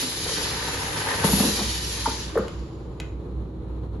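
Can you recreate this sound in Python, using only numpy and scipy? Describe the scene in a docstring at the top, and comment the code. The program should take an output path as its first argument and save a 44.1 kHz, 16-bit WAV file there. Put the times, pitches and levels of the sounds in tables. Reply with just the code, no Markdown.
"""Air hisses from the cylinder of an air-driven pouch filler, heard close by in a workshop.
Liquid rushes into the pouches, its many tiny impacts ringing the pipes. The stroke ends in thumps,
a shudder and a second, brighter jet of air. The nozzles lift with hollow knocks, the air dies away
and a metal valve clicks. Behind it all are a motor's hum and the rumble of the factory."""
import sys
import numpy as np
from scipy import signal
from scipy.fft import rfft, irfft
from scipy.io import wavfile

SR = 44100
rng = np.random.default_rng(int(sys.argv[2]) if len(sys.argv) > 2 else 0)


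def store_pcm(level_fs):
    """Save levels as 16-bit WAV."""
    pcm = np.round(np.clip(level_fs, -1, 1) * 32767).astype(np.int16)
    wavfile.write(sys.argv[1], SR, np.atleast_2d(pcm).T)


N = 176400  # 4 seconds

# How loud the escaping air is. Each row: time in seconds, level in dB.
EXHAUST_LEVEL = [(0, -29), (.04, -27.5), (.11, -32), (.23, -31), (.33, -28.5), (.51, -31), (.9, -34.5),
                 (1.21, -33.5), (1.45, -26), (1.69, -30), (2.03, -31.5), (2.21, -34.5), (2.34, -45.5),
                 (2.55, -56), (2.95, -75), (4, -84)]
# Its treble, which dulls as the pressure drops. Each row: time in seconds, boost or cut in dB.
EXHAUST_TREBLE = [(0, 2), (.55, -2.5), (1.1, 3.5), (1.6, -2), (1.95, -.5), (2.25, -7.5)]
# The tone of the exhaust, the second jet and the last air. Each row: frequency in Hz, strength in dB.
EXHAUST_COLOUR = [(200, -30), (700, -10.5), (1400, -6.5), (2000, -5.5), (2500, -5), (3500, -0.5),
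                  (4600, 1.5), (6000, -2.5), (7200, -3), (8600, -6.5), (11000, -4), (11700, -9.5),
                  (12600, -31.5)]
JET_COLOUR = [(300, -24), (1000, -11), (2500, -4), (4300, 1.5), (5500, -2.5), (7000, 0.5), (8600, -0.5),
              (10500, 3), (11700, 0)]
BLEED_COLOUR = [(400, 0.5), (1100, 9.5), (1700, -1), (3000, -1.5), (5000, -3.5), (6000, -13), (7100, -3),
                (8000, -19), (11500, -27)]
# The whistles of the air outlets. Each row: pitch in Hz, width in Hz, strength in dB.
PORT_RESONANCES = [(1790, 18, -1.5), (2320, 20, -6), (2480, 21, -4), (3001, 45, -3.5), (3923, 26, 2.5),
                   (4290, 25, 1.5), (4520, 36, 3.5), (4780, 37, 0.5), (5280, 49, -1.5), (5950, 40, -7),
                   (6190, 31, 2), (10228, 23, -7), (10600, 29, -9.5)]

# How loud the rushing liquid and the shuddering pipes are. Each row: time in seconds, level in dB.
FLOW_LEVEL = [(0, -37.5), (.24, -43.5), (.27, -36), (.34, -40.5), (.38, -32), (.6, -32.5), (.69, -31),
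              (.8, -31.5), (1.04, -30.5), (1.07, -25.5), (1.125, -25.5), (1.15, -30), (1.22, -27.5),
              (1.27, -26), (1.33, -35), (1.42, -31), (1.55, -41), (2.1, -43.5), (2.4, -49), (2.7, -73)]
SHUDDER_LEVEL = [(1.24, -79), (1.26, -37), (1.3, -28), (1.32, -35.5), (1.35, -31), (1.385, -30),
                 (1.43, -24), (1.49, -28), (1.54, -37), (1.63, -32.5), (1.72, -51), (2, -61)]
# How the pipes ring in the flow and in the shudder. Each row: pitch in Hz, width in Hz, strength in dB.
PIPE_RESONANCES = [(120.2, 50, 3.5), (253, 78, 4.5), (458, 80, 7.5), (801, 24, 0.5), (918.4, 35, 5),
                   (997, 58, 0.5), (945, 360, 1), (1205, 256, -1.5), (1535, 25, 2), (1595, 500, 2.5),
                   (2336, 1100, -9)]
SHUDDER_RESONANCES = [(233, 25, 5), (327, 130, -1.5), (441, 67, -4.5), (700, 210, -10.5)]
# Hollow knocks of pipes and pouches. Each row: start in seconds, ring pitch in Hz, ring strength in dB,
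# hold in seconds, decay in seconds, scuff pitch in Hz, scuff strength in dB.
KNOCKS = [ (0.027, 247, -30, .008, 0.019, 400, -31.5), (.259, 463, -26.5, 0.0013, 0.0022, 700, -30.5),
          (.291, 500, -26.5, .002, 0.0032, 845, -32), (0.311, 430, -31, 0.0033, 0.0048, 990, -38),
          (0.684, 456, -32, 0.0018, 0.0032, 1040, -30), (1.065, 885, -25.5, 0.0041, 0.0051, 1430, -27.5),
          (1.109, 1810, -22, 0.0047, 0.0035, 960, -26), (1.238, 920, -18.5, 0.0013, 0.0026, 945, -27),
          (1.243, 180, -12, 0.0028, 0.006, 500, -20.5), (1.289, 450, -25.5, .006, 0.0043, 920, -29),
          (1.33, 206, -11, 0.0047, 0.003, 810, -25.5), (1.347, 204, -24.5, .004, 0.01, 834, -40),
          (1.396, 776, -22, 0.0011, 0.0034, 1500, -32), (1.402, 216, -12, 0.0018, 0.0041, 480, -24),
          (1.436, 278, -23.5, 0.0098, 0.0071, 450, -32), (1.485, 200, -24, .004, 0.0056, 400, -25),
          (1.59, 335, -24, .002, 0.0046, 980, -30), (1.607, 220.5, -25, 0.02, .010, 850, -29),
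          (2.056, 905, -14, 0.0059, 0.00085, 1260, -27), (2.074, 253, -26.5, 0.0043, 0.0058, 455, -23.5),
          (2.352, 558, -18, 0.00082, 0.0026, 1280, -30.5), (2.36, 437, -13.5, 0.0024, 0.0046, 477, -24.5),
          (2.372, 493, -15.5, 0.0029, 0.0064, 1250, -23), (2.386, 365, -21, 0.0018, 0.003, 550, -26),
          (2.391, 219, -21.5, .002, 0.0078, 1060, -34), (2.998, 620, -38, .002, .003, 1110, -38.5)]
# Valve clicks. Each row: start in seconds, strength in dB, brightness in dB per octave.
VALVE_CLICKS = [(2.377, -50, 10.5), (2.386, -52, 9), (2.4815, -36, -1.5), (3, -25, -2.6),
                (3.0046, -32.5, -4)]
# How the valve rings. Each row: pitch in Hz, width in Hz, strength in dB.
VALVE_RESONANCES = [(620, 280, -5), (1000, 450, -6), (1610, 360, 4), (2120, 320, 4.5), (2510, 430, 1.5),
                    (2890, 300, -1), (3860, 310, 2.5), (6670, 760, 0), (10200, 1500, -5.5)]

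# The motor's tones. Each row: pitch in Hz, strength in dB, amount of wavering (0 is steady).
HUM_TONES = [(60.9, -34.5, 0.4), (101.5, -46, 0.75), (119.7, -54, 0.66), (320.6, -49, 1)]
# The hum throbs once the stroke ends. Each row: time in seconds, boost or cut in dB.
HUM_THROB = [(0, -19), (.65, -6), (1.18, -12), (1.33, 6.5), (1.5, -6), (1.68, 3), (1.88, -0.5), (2.12, -1),
             (2.22, -8.5), (2.35, 0.5), (2.47, -4.5), (2.57, 4), (2.69, -3.5), (2.85, 0), (2.98, -6),
             (3.14, 3), (3.25, -7.5), (3.38, 5.5), (3.47, -4.5), (3.71, 2.5), (4, 0.5)]
# The low rumble of the drive. Each row: pitch in Hz, width in Hz, strength in dB.
RUMBLE_RESONANCES = [(99, 31.5, 0), (143.5, 40, -3)]
# The tone of the hall's noise and of its echo. Each row: frequency in Hz, strength in dB.
HALL_COLOUR = [(20, -18), (40, -6), (60, -4.5), (105, -2.5), (160, -3.5), (240, -10), (330, -4),
               (480, -9.5), (650, -20), (950, -21), (1250, -25.5), (1550, -33.5), (2000, -38), (2700, -42),
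               (4200, -38), (4800, -53.5), (8300, -50.5), (11500, -57.5)]
ECHO_COLOUR = [(80, -9), (230, 1), (450, -2), (650, 2), (920, -3), (1200, 2.5), (2300, 1), (4200, -6.5),
               (6800, -4), (11000, -13)]
# How wide the noises sound; one narrow treble band, near 8 to 9.5 kHz, is heard only at the sides. Each row:
# frequency in Hz, level of the sides over the middle in dB.
STEREO_WIDTH = [(60, -12.5), (150, -21.5), (300, -14), (480, -10), (680, 0.5), (950, -5), (1500, -0.4),
                (5500, -1.5), (7300, -2), (7750, 13), (8100, 42), (9000, 55.5), (9450, 16), (9900, -7),
                (10400, -10.5), (10700, -45.5)]


def air(treble_hz=7800):
    """Air hisses out of the ports; a brighter jet joins as the valve switches; the rest bleeds away."""
    stream = hiss(EXHAUST_COLOUR) + port_whistles()
    dull = soften(stream, treble_hz, steepness=8)
    treble = (stream - dull) * curve(EXHAUST_TREBLE)
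    exhaust = (dull + treble) * curve(EXHAUST_LEVEL)
    jet = hiss(JET_COLOUR) * gain(-22.5) * envelope(start=1.236, attack=.0087, hold=.17, decay=.11)
    bleed = noise(BLEED_COLOUR) * gain(-42) * envelope(start=2.244, attack=.13, hold=0, decay=.25)
    flutter = gain(.89 * wander(25))
    return (exhaust + jet + bleed) * flutter * pan(.15)


def hiss(tone, panel_share=.6, drift_hz=1.55):
    """An air jet. Part of it bounces off steel panels, whose quick echoes give it a drifting tone."""
    echoes = rng.standard_normal((3, 2, N)) * envelope(start=0, attack=.0002, hold=0, decay=.0044)
    paths = filtered(rng.standard_normal(N), rfft(echoes))
    weights = np.array([wander(drift_hz) for _ in paths])
    weights /= np.linalg.norm(weights, axis=0)
    bounced = normalise(sum(weight * path for weight, path in zip(weights, paths)))
    diffuse = rng.standard_normal((2, N))
    pair = np.sqrt(panel_share) * bounced + np.sqrt(1 - panel_share) * diffuse
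    return stereo(filtered(pair, colour(tone)))


def port_whistles(level_db=-7, flicker_db=3.5):
    """Air whistles faintly in the exhaust ports, each note coming and going on its own."""
    whistles = 0
    for port in PORT_RESONANCES:
        flicker = gain(flicker_db * np.tanh(wander(5.4)))
        whistles += flicker * resonate(rng.standard_normal((2, N)), [port])
    return gain(level_db) * stereo(whistles)


def liquid(flutter_db=1.0):
    """Liquid rushes into the pouches; the pipes shudder at the end of the stroke."""
    rush = splatter(PIPE_RESONANCES) * curve(FLOW_LEVEL) * gain(flutter_db * wander(34))
    shudder = splatter(SHUDDER_RESONANCES) * curve(SHUDDER_LEVEL)
    return rush + shudder


def splatter(resonances, hits_per_second=2500, scatter_db=2.5):
    """Many tiny impacts of liquid, each of a random size, make the pipes ring."""
    hits = rng.random((2, N)) < hits_per_second / SR
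    sizes = gain(scatter_db * np.minimum(rng.exponential(size=(2, N)), 4))
    signs = rng.choice([-1, 1], (2, N))
    return stereo(resonate(hits * sizes * signs, resonances))


def knocks(sharp_share=.08, settle_s=.0044, wobble_share=.02):
    """Each knock is a dull scuff of contact, then a hollow ring that swells and quickly dies."""
    out, t = np.zeros(N), seconds()
    clock = t + wobble_share * np.cumsum(wander(150)) / SR  # an uneven clock makes the pitch wobble
    for start, ring_hz, ring_db, hold, decay, scuff_hz, scuff_db in KNOCKS:
        age = np.maximum(t - start, 0)
        lead = sharp_share * settle_s * (1 - np.exp(-age / settle_s))  # starts high, then settles
        ring_time = clock - np.interp(start, t, clock) + lead
        ring = np.sin(2 * np.pi * ring_hz * ring_time)
        out += gain(ring_db) * ring * envelope(start + .0024, attack=.0038, hold=hold, decay=decay)
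        scuff = normalise(resonate(rng.standard_normal(N), [(scuff_hz, .34 * scuff_hz, 0)]))
        out += gain(scuff_db) * scuff * envelope(start, attack=.0018, hold=.00075, decay=.008)
    return add_echo(soften(out, above_hz=1950), echo_db=-4)


def valve_clicks():
    """Sharp cracks make the small metal valve ring."""
    out = np.zeros(N)
    for start, db, brightness in VALVE_CLICKS:
        crack = rng.standard_normal(N) * envelope(start, attack=.00011, hold=.00056, decay=.0018)
        crack = filtered(crack, gain(brightness * np.log2(bins() / 3000)))
        out += 2 * gain(db) * resonate(crack, VALVE_RESONANCES)
    return add_echo(out, echo_db=0)


def motor_hum():
    """A motor hums with a few low, wavering tones that throb together."""
    hum = 0
    for hz, db, amount in HUM_TONES:
        waver = (wander(9) + 1j * wander(7.2)) / np.sqrt(2)  # sways both loudness and pitch
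        tone = (1 + amount * waver) * np.exp(2j * np.pi * hz * seconds())
        hum += gain(db) * normalise(tone.real)
    return hum * curve(HUM_THROB) * pan(-2.4)


def drive_rumble(level_db=-40.5, rise_s=1):
    """The drive's low rumble builds up, then stays."""
    rumble = stereo(resonate(rng.standard_normal((2, N)), RUMBLE_RESONANCES))
    return rumble * gain(level_db) * np.minimum(seconds() / rise_s, 1)


def hall_noise(level_db=-38.5, flicker_db=1.37):
    """The constant noise of the factory hall, flickering a little."""
    return noise(HALL_COLOUR) * gain(level_db + flicker_db * wander(15))


def add_echo(sound, echo_db, gap_s=.004, fade_s=.42):
    """The workshop's echo surrounds a close sound, fading by 60 dB in fade_s seconds."""
    tail = noise(ECHO_COLOUR) * envelope(gap_s, attack=gap_s, hold=0, decay=fade_s / np.log(1000))
    response = rfft(tail)
    midrange = (bins() > 200) & (bins() < 2000)
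    response /= np.sqrt(np.mean(abs(response[:, midrange]) ** 2))
    echo = signal.fftconvolve(sound[None], irfft(response, N), axes=1)[:, :N]
    return sound + gain(echo_db) * echo


def gain(db):
    """Turn decibels into a number to multiply by."""
    return 10 ** (np.asarray(db) / 20)


def normalise(sound):
    """Scale a sound so that its average level (rms) is 1."""
    return sound / np.sqrt(np.mean(sound ** 2))


def seconds():
    """The time of every sample."""
    return np.arange(N) / SR


def bins():
    """The frequency in Hz of every point in a spectrum."""
    return np.maximum(np.arange(N // 2 + 1) * SR / N, 1)


def curve(rows):
    """Join rows of seconds and dB into a gain over time."""
    return gain(np.interp(seconds(), *np.array(rows).T))


def colour(rows):
    """Join rows of Hz and dB into a gain for every frequency."""
    hz, db = np.array(rows).T
    return gain(np.interp(np.log(bins()), np.log(hz), db))


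def envelope(start, attack, hold, decay):
    """Rise in a straight line, hold, then die away. All times are in seconds."""
    age = seconds() - start
    return np.clip(age / attack, 0, 1) * np.exp(-np.maximum(age - attack - hold, 0) / decay)


def filtered(sound, response):
    """Multiply each frequency of a sound by its own gain."""
    return irfft(rfft(sound) * response, N)


def soften(sound, above_hz, steepness=4):
    """Turn down the high frequencies."""
    return filtered(sound, 1 / (1 + (bins() / above_hz) ** steepness))


def resonate(sound, rows):
    """Keep the parts of a sound near the pitches at which an object rings."""
    f = bins()
    peaks = (gain(db) / (1 + 1j * (f * f - hz * hz) / (2 * f * width)) ** 2 for hz, width, db in rows)
    return filtered(sound, sum(peaks))


def wander(rate_hz):
    """A smooth random value, about 1 in size, that moves about rate_hz times a second."""
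    return normalise(soften(rng.standard_normal(N), rate_hz))


def noise(tone):
    """Stereo noise with the given tone."""
    return stereo(filtered(rng.standard_normal((2, N)), colour(tone)))


def stereo(pair):
    """Use two unrelated signals as middle and sides, giving left and right at an average level of 1."""
    width = colour(STEREO_WIDTH)
    shares = np.array([np.ones_like(width), width]) / np.hypot(1, width)
    middle, side = filtered(pair, shares)
    return normalise(np.array([middle + side, middle - side]))


def pan(db):
    """Left and right gains that make the left louder by db (the right, if negative)."""
    return gain(np.array([[db], [-db]]) / 2)


def scene():
    """The pouch filler, with the factory behind it."""
    filler = air() + (liquid() + knocks()) * pan(.89) + valve_clicks()
    return filler + motor_hum() + drive_rumble() + hall_noise()


def record(dry):
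    """Cut away the treble above 11750 Hz."""
    return signal.sosfilt(signal.ellip(12, .2, 80, 11750, fs=SR, output="sos"), dry)


dry = scene()
out = record(dry)
store_pcm(out)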